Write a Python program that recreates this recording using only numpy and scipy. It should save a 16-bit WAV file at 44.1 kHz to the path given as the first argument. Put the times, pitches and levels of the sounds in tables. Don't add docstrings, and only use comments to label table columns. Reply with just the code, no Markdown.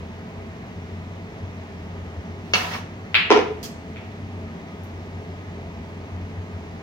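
import sys
import numpy as np
from scipy import signal
from scipy.fft import rfft, irfft
from scipy.io import wavfile
from scipy.ndimage import uniform_filter1d, minimum_filter1d

SR = 44100
rng = np.random.default_rng(int(sys.argv[2]) if len(sys.argv) > 2 else 0)


def file_out(sig):
    cols = np.atleast_2d(sig).T
    lim = np.clip(cols, -1, 1)
    pcm = np.round(lim * 32767).astype(np.int16)
    wavfile.write(sys.argv[1], SR, pcm)


N = 301109

# (time [s], level [dB])
LOW_NOISE_LEVEL = [(0.0, -37.5), (0.17, -39.5), (0.26, -49.5), (0.46, -36.5), (0.57, -51.5), (0.84, -36.5),
                   (1.25, -38.5), (1.31, -57), (1.43, -36), (1.81, -43.5), (1.82, -36), (3.69, -45),
                   (4.49, -35), (4.6, -54), (4.83, -37), (6.05, -40.5), (6.16, -33), (6.83, -41.5)]
# (frequency [Hz], density [dB per Hz])
AIR_COLOUR = [(20, -36), (54, -17.5), (90, -12.5), (130, -13.5), (300, -17), (460, -21), (900, -23),
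              (1400, -30.5), (2000, -27), (3400, -37.5), (6600, -47.5), (7500, -52), (10000, -62.5),
              (16000, -59.5)]
# (frequency [Hz], width [Hz], lift [dB])
DUCT_RESONANCES = [(59.3, 5.5, 2), (122, 6.2, 1.5), (176.2, 14.1, 13), (213.1, 12.7, 7), (233.7, 12.7, 9.5),
                   (280, 5.5, 4.5), (396.4, 19.6, 9), (431.6, 12, 8.5), (658.6, 37, 7), (1246, 15, 9)]
# (frequency [Hz], likeness [0..1])
AIR_LIKENESS = [(30, .92), (60, .995), (110, .995), (200, .98), (400, .88), (800, .7), (2000, .5),
                (8000, .3)]
# (frequency [Hz], likeness [0..1])
TAIL_LIKENESS = [(100, 0.91), (300, 0.2), (600, 0.36), (1500, 0.091)]
# (frequency [Hz], t60 [s])
ROOM_T60 = [(200, 0.34), (500, 0.53), (1000, 0.48), (2500, 0.47), (5000, 0.37), (8000, 0.45), (16000, 0.14)]
# (delay [ms], extra delay on the right [ms], gain before echo_db)
FIRST_ECHOES = [(1.97, .07, .48), (7.66, -.47, .8), (8.25, 0, -.7), (8.91, .43, .77), (12.22, -1.06, .38),
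                (13.29, .32, .6), (17.46, .14, .5), (18.87, .04, -.52), (24.13, -.75, -.42)]
# (frequency [Hz], density [dB per Hz])
RUSTLE_SPECTRUM = [(2000, -5.5), (3500, 0), (4500, 1), (6500, -1.5), (8000, -5.5), (10500, -13.5),
                   (13500, -3), (16000, -13)]
# (time [s], level [dB])
SLIDE_LEVEL = [(2.38, -95), (2.45, -56), (2.53, -50), (2.55, -24), (2.65, -32), (2.7, -35), (2.75, -31.5),
               (2.8, -43.5), (2.88, -79)]
# (frequency [Hz], density [dB per Hz])
SLIDE_SPECTRUM = [(290, -34), (500, -13), (740, -4.5), (1160, -7.5), (2390, -14), (2650, -14), (3860, -17),
                  (6330, -22.5), (7640, -34), (14200, -34.5), (16000, -33)]
# (time [s], strength [dB])
TICK_BLOWS = [(4.836, -36), (4.843, -39), (4.881, -50)]
# (frequency [Hz], density [dB per Hz])
TICK_COLOUR = [(3000, -40), (6000, -5), (9000, -11), (13000, 0), (16000, -6)]
# (time [s], strength [dB])
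POCKET_KNOCKS = [(3.3005, -25.5), (3.3045, 0), (3.3168, -4.5), (3.3445, -15.5), (3.356, -14.5),
                 (3.363, -11), (3.375, -8.5), (3.391, -11.5), (3.401, -14.5), (3.505, -21)]
# (frequency [Hz], density [dB per Hz])
POCKET_COLOUR = [(290, -53), (500, -24), (795, 9.5), (1050, 6.5), (1600, -1.5), (2610, -1), (3980, -10.5),
                 (4340, -13), (5800, -13.5), (7640, -35), (16000, -48)]
# (frequency [Hz], level before tilt [dB], t60 [s])
POCKET_MODES = [(304, -7.5, 0.047), (374, -3, 0.045), (432, -0.5, 0.053), (620, -11, .03),
                (792, -7.5, 0.044), (1044, -9, 0.038), (1395, -14, 0.026)]
# (time [s], strength [dB])
BALL_CLACKS = [(3.1446, 1.5), (3.961, -28.5)]
# (frequency [Hz], density [dB per Hz])
BALL_COLOUR = [(240, -35), (500, -25), (1000, -13.5), (1700, -5.5), (2600, 1.5), (4000, -10), (5000, -21.5),
               (6000, -44), (6700, -39), (9300, -54), (10700, -47), (14700, -40), (16000, -44)]
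# (time [s], strength of the first touch [dB])
CUE_KNOCKS = [(2.5361, -4), (2.736, -23)]
# (frequency [Hz], density [dB per Hz])
CUE_TIP_COLOUR = [(120, -60), (200, 3.5), (294, -8), (821, -1.5), (1270, -9), (1370, 4), (2020, -12),
                  (2210, -8), (2650, 11), (3130, -0.5), (6520, -11.5), (8120, -34), (16000, -54)]
# (frequency [Hz], level [dB], t60 [s])
CUE_SHAFT_MODES = [(490, -23, 0.027), (835, -21, 0.037), (1376, -17, .035), (1830, -17, .03),
                   (2244, -15, 0.053), (2660, -17, .04), (2880, -18, .03), (4300, -1, 0.007)]
# (frequency [Hz], left minus right [dB])
PORT_LEAN = [(30, -4), (60, 1.5), (330, -.5), (1000, 0), (4200, 0), (6400, -10), (9800, 8.5), (13000, -4.5),
             (16000, -4)]

PORT_LAG_SAMPLES = 9
EDGE_HZ = 15900
LEAD_SAMPLES = 64
AIR_RMS_DB = -37
LOW_NOISE_HZ, PITCH_SPREAD_RMS_HZ, LEVEL_SPREAD_RMS_DB = 90.7, 3.25, 3.0
CHATTER_S, CHATTER_LOSS_DB = .0006, 2
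FIRST_TOUCH_DB = -7
CONTACT_PER_DB = .004
DULLING_DB_PER_S, SINKING_DB_PER_S = 80, 51
MUFFLING_DB_PER_S = 70
RUSTLE_S, RUSTLE_DB, RUSTLE_HOLD_S, RUSTLE_FADE_DB_PER_S = 3.629, -37, 0.018, 450


def gain_of(db):
    return 10 ** (np.asarray(db) / 20)


def evened(x):
    return x / np.sqrt(np.mean(x ** 2) + 1e-20)


def read(points, hz):
    point_hz, value = np.transpose(points)
    return np.interp(np.log(hz + 1), np.log(point_hz + 1), value)


def panned(x, pan_db):
    return x * gain_of([[pan_db / 2], [-pan_db / 2]])


def fluctuation(t, low_hz, high_hz):
    total = 0
    for hz in np.geomspace(low_hz, high_hz, 12):
        total = total + np.sin(2 * np.pi * (hz * t + rng.random())) / np.sqrt(hz)
    return evened(total)


def noise(colour_db, same, patchy_db, size):
    hz, hop = np.fft.rfftfreq(size, 1 / SR), size // 4
    a, b, c, d, patches = rng.standard_normal((N // hop + 5, len(hz), 5)).T
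    patches = uniform_filter1d(patches, size=size // 64, axis=0)
    patches = evened(uniform_filter1d(patches, size=6, axis=1))
    like = np.clip(same(hz), 0, 1)[:, None]
    lag = np.exp(-2j * np.pi * hz * PORT_LAG_SAMPLES / SR)[:, None]
    left = a + 1j * b
    right = lag * like * left + np.sqrt(1 - like ** 2) * (c + 1j * d)
    spectra = np.array([left, right]) * gain_of(colour_db(hz)[:, None] + patchy_db * patches)
    return evened(signal.istft(spectra, nperseg=size, noverlap=size - hop)[1][:, :N])


def ventilation():
    def colour_db(hz):
        lift_db = sum(db / (1 + (2 * (hz - f) / width) ** 2) for f, width, db in DUCT_RESONANCES)
        return read(AIR_COLOUR, hz) + lift_db
    return gain_of(AIR_RMS_DB) * noise(colour_db, lambda hz: read(AIR_LIKENESS, hz), patchy_db=0.44, size=4096)


def low_room_noise():
    s, db = np.transpose(LOW_NOISE_LEVEL)
    t = np.arange(N) / SR
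    turns = np.cumsum(LOW_NOISE_HZ + PITCH_SPREAD_RMS_HZ * fluctuation(t, .5, 8)) / SR
    level = gain_of(np.interp(t, s, db) + LEVEL_SPREAD_RMS_DB * fluctuation(t, 5, 20))
    band = np.sqrt(2) * level * np.sin(2 * np.pi * turns)
    return np.array([band, np.roll(band, PORT_LAG_SAMPLES)])


def tail(swell_s):
    taps = np.zeros((2, SR))
    at = np.arange(40, SR - 20, 20) + rng.integers(0, 20, (2, (SR - 41) // 20))
    np.put_along_axis(taps, at, rng.choice([-1., 1.], at.shape), 1)
    hz, t, spectra = signal.stft(taps, SR, nperseg=256)
    like = np.clip(read(TAIL_LIKENESS, hz), 0, 1)[:, None]
    spectra[1] = like * spectra[0] + np.sqrt(1 - like ** 2) * spectra[1]
    decay = gain_of(-60 * t / read(ROOM_T60, hz)[:, None])
    out = signal.istft(spectra * decay, SR, nperseg=256)[1][:, :SR]
    age_s = np.arange(SR) / SR
    out *= 1 - np.exp(-age_s / swell_s)
    out *= 1 + 2.0 * np.exp(-age_s / 0.012)
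    return out / np.linalg.norm(out, axis=1)[:, None]


def rubbing(curve, colour, room_db, pan_db):
    s, db = np.transpose(curve)
    level = gain_of(np.interp(np.arange(N) / SR, s, db, left=-150, right=-150))
    hiss = level * noise(lambda hz: read(colour, hz), lambda hz: 0.1 + 0 * hz, patchy_db=2.5, size=512)
    room = signal.fftconvolve(hiss, tail(swell_s=0.0031), axes=1)[:, :N]
    return panned(hiss + gain_of(room_db) * room, pan_db)


def rustle():
    held_s = RUSTLE_S + RUSTLE_HOLD_S
    curve = [(RUSTLE_S, RUSTLE_DB), (held_s, RUSTLE_DB), (held_s + 1, RUSTLE_DB - RUSTLE_FADE_DB_PER_S)]
    return rubbing(curve, RUSTLE_SPECTRUM, room_db=-1, pan_db=-1.0)


def slide():
    return rubbing(SLIDE_LEVEL, SLIDE_SPECTRUM, room_db=-4.5, pan_db=-0.5)


def pulse(colour, causal, contact):
    hz = abs(np.fft.fftfreq(4096, 1 / SR))
    log_gain = np.log(gain_of(read(colour, contact * hz)))
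    phase = -causal * signal.hilbert(log_gain).imag
    wave = np.fft.ifft(np.exp(log_gain + 1j * phase)).real
    return np.roll(wave, LEAD_SAMPLES)[:1024] / abs(wave).max()


def ring(modes):
    t = np.maximum(np.arange(SR // 4) - LEAD_SAMPLES, 0) / SR
    tones = 0 * t
    for hz, db, t60 in modes:
        tones += gain_of(db - 60 * t / t60) * np.sin(2 * np.pi * hz * t)
    tones *= 1 - np.exp(-t / 0.0008)
    return signal.sosfilt(signal.butter(6, 255, "high", fs=SR, output="sos"), tones)


def early_paths(echo_db, lag_samples):
    taps = np.zeros((2, SR // 10))
    taps[0, 0] = taps[1, lag_samples] = 1
    for ms, right_ms, gain in FIRST_ECHOES:
        taps[0, round(ms * SR / 1000)] += gain * gain_of(echo_db)
        taps[1, round((ms + right_ms) * SR / 1000) + lag_samples] += gain * gain_of(echo_db)
    return taps


def strike(blows, colour, modes, causal, echo_db, swell_s, pan_db, lag_samples):
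    direct, to_room = np.zeros((2, N))
    hardest_db = max(row[1] for row in blows)
    loudest_hz = max(modes, key=lambda mode: mode[1], default=[1])[0]
    for s, db, room_db, crack_db, tilt_db in blows:
        tilted = [(hz, level_db + tilt_db * abs(np.log2(hz / loudest_hz)), t60) for hz, level_db, t60 in modes]
        tones = ring(tilted)
        crack = pulse(colour, causal, 1 + CONTACT_PER_DB * (hardest_db - db))
        sound = -tones
        sound[:len(crack)] -= gain_of(crack_db) * crack
        start = round(s * SR) - LEAD_SAMPLES
        direct[start:start + len(sound)] += gain_of(db) * sound
        to_room[start:start + len(sound)] += gain_of(db + room_db) * sound
    early = signal.fftconvolve(direct[None], early_paths(echo_db, lag_samples), axes=1)[:, :N]
    late = signal.fftconvolve(to_room[None], tail(swell_s), axes=1)[:, :N]
    return panned(early + late, pan_db)


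def ticks():
    blows = [(s, db, 0, 0, 0) for s, db in TICK_BLOWS]
    return strike(blows, TICK_COLOUR, [], causal=1, echo_db=-20, swell_s=.005, pan_db=-3.0, lag_samples=9)


def pocket(room_db, crack_db):
    blows = []
    for s, db in POCKET_KNOCKS:
        sunk_s = s - POCKET_KNOCKS[0][0]
        blows.append((s, db, room_db - SINKING_DB_PER_S * sunk_s, crack_db - DULLING_DB_PER_S * sunk_s,
                      -MUFFLING_DB_PER_S * sunk_s))
    return strike(blows, POCKET_COLOUR, POCKET_MODES, causal=.7, echo_db=-10, swell_s=.012, pan_db=.4,
                  lag_samples=5)


def balls():
    blows = [(s, db, 6, 0, 0) for s, db in BALL_CLACKS]
    return strike(blows, BALL_COLOUR, [], causal=.15, echo_db=0, swell_s=.025, pan_db=0, lag_samples=4)


def cue(room_db, crack_db, touches):
    blows = []
    for s, db in CUE_KNOCKS:
        for k in range(touches):
            touch_crack_db = crack_db + FIRST_TOUCH_DB * (k == 0)
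            blows.append((s + CHATTER_S * k ** 2, db - CHATTER_LOSS_DB * k, room_db, touch_crack_db, 0))
    return strike(blows, CUE_TIP_COLOUR, CUE_SHAFT_MODES, causal=.7, echo_db=-14, swell_s=.003, pan_db=.4,
                  lag_samples=8)


def scene():
    background = ventilation() + low_room_noise()
    friction = rustle() + slide()
    blows = ticks() + pocket(room_db=-3, crack_db=7) + balls() + cue(room_db=-1.0, crack_db=5.5, touches=5)
    return background + friction + blows


def record(dry):
    lean = gain_of(read(PORT_LEAN, np.fft.rfftfreq(N, 1 / SR)) / 2)
    heard = irfft(rfft(dry) * [lean, 1 / lean], N)
    peak = -minimum_filter1d(-abs(heard).max(0), size=45)
    peak_db = 20 * np.log10(peak + 1e-9)
    recovery_db = np.arange(N) * 710.0 / SR
    held_db = np.maximum.accumulate(peak_db + recovery_db) - recovery_db
    over_db = np.maximum(held_db + .1, 0)
    limited = heard / gain_of(uniform_filter1d(over_db, size=22))
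    band = signal.firwin(511, EDGE_HZ, window=("kaiser", 9), fs=SR)
    return signal.oaconvolve(limited, band[None], "same")


dry = scene()
out = record(dry)
file_out(out)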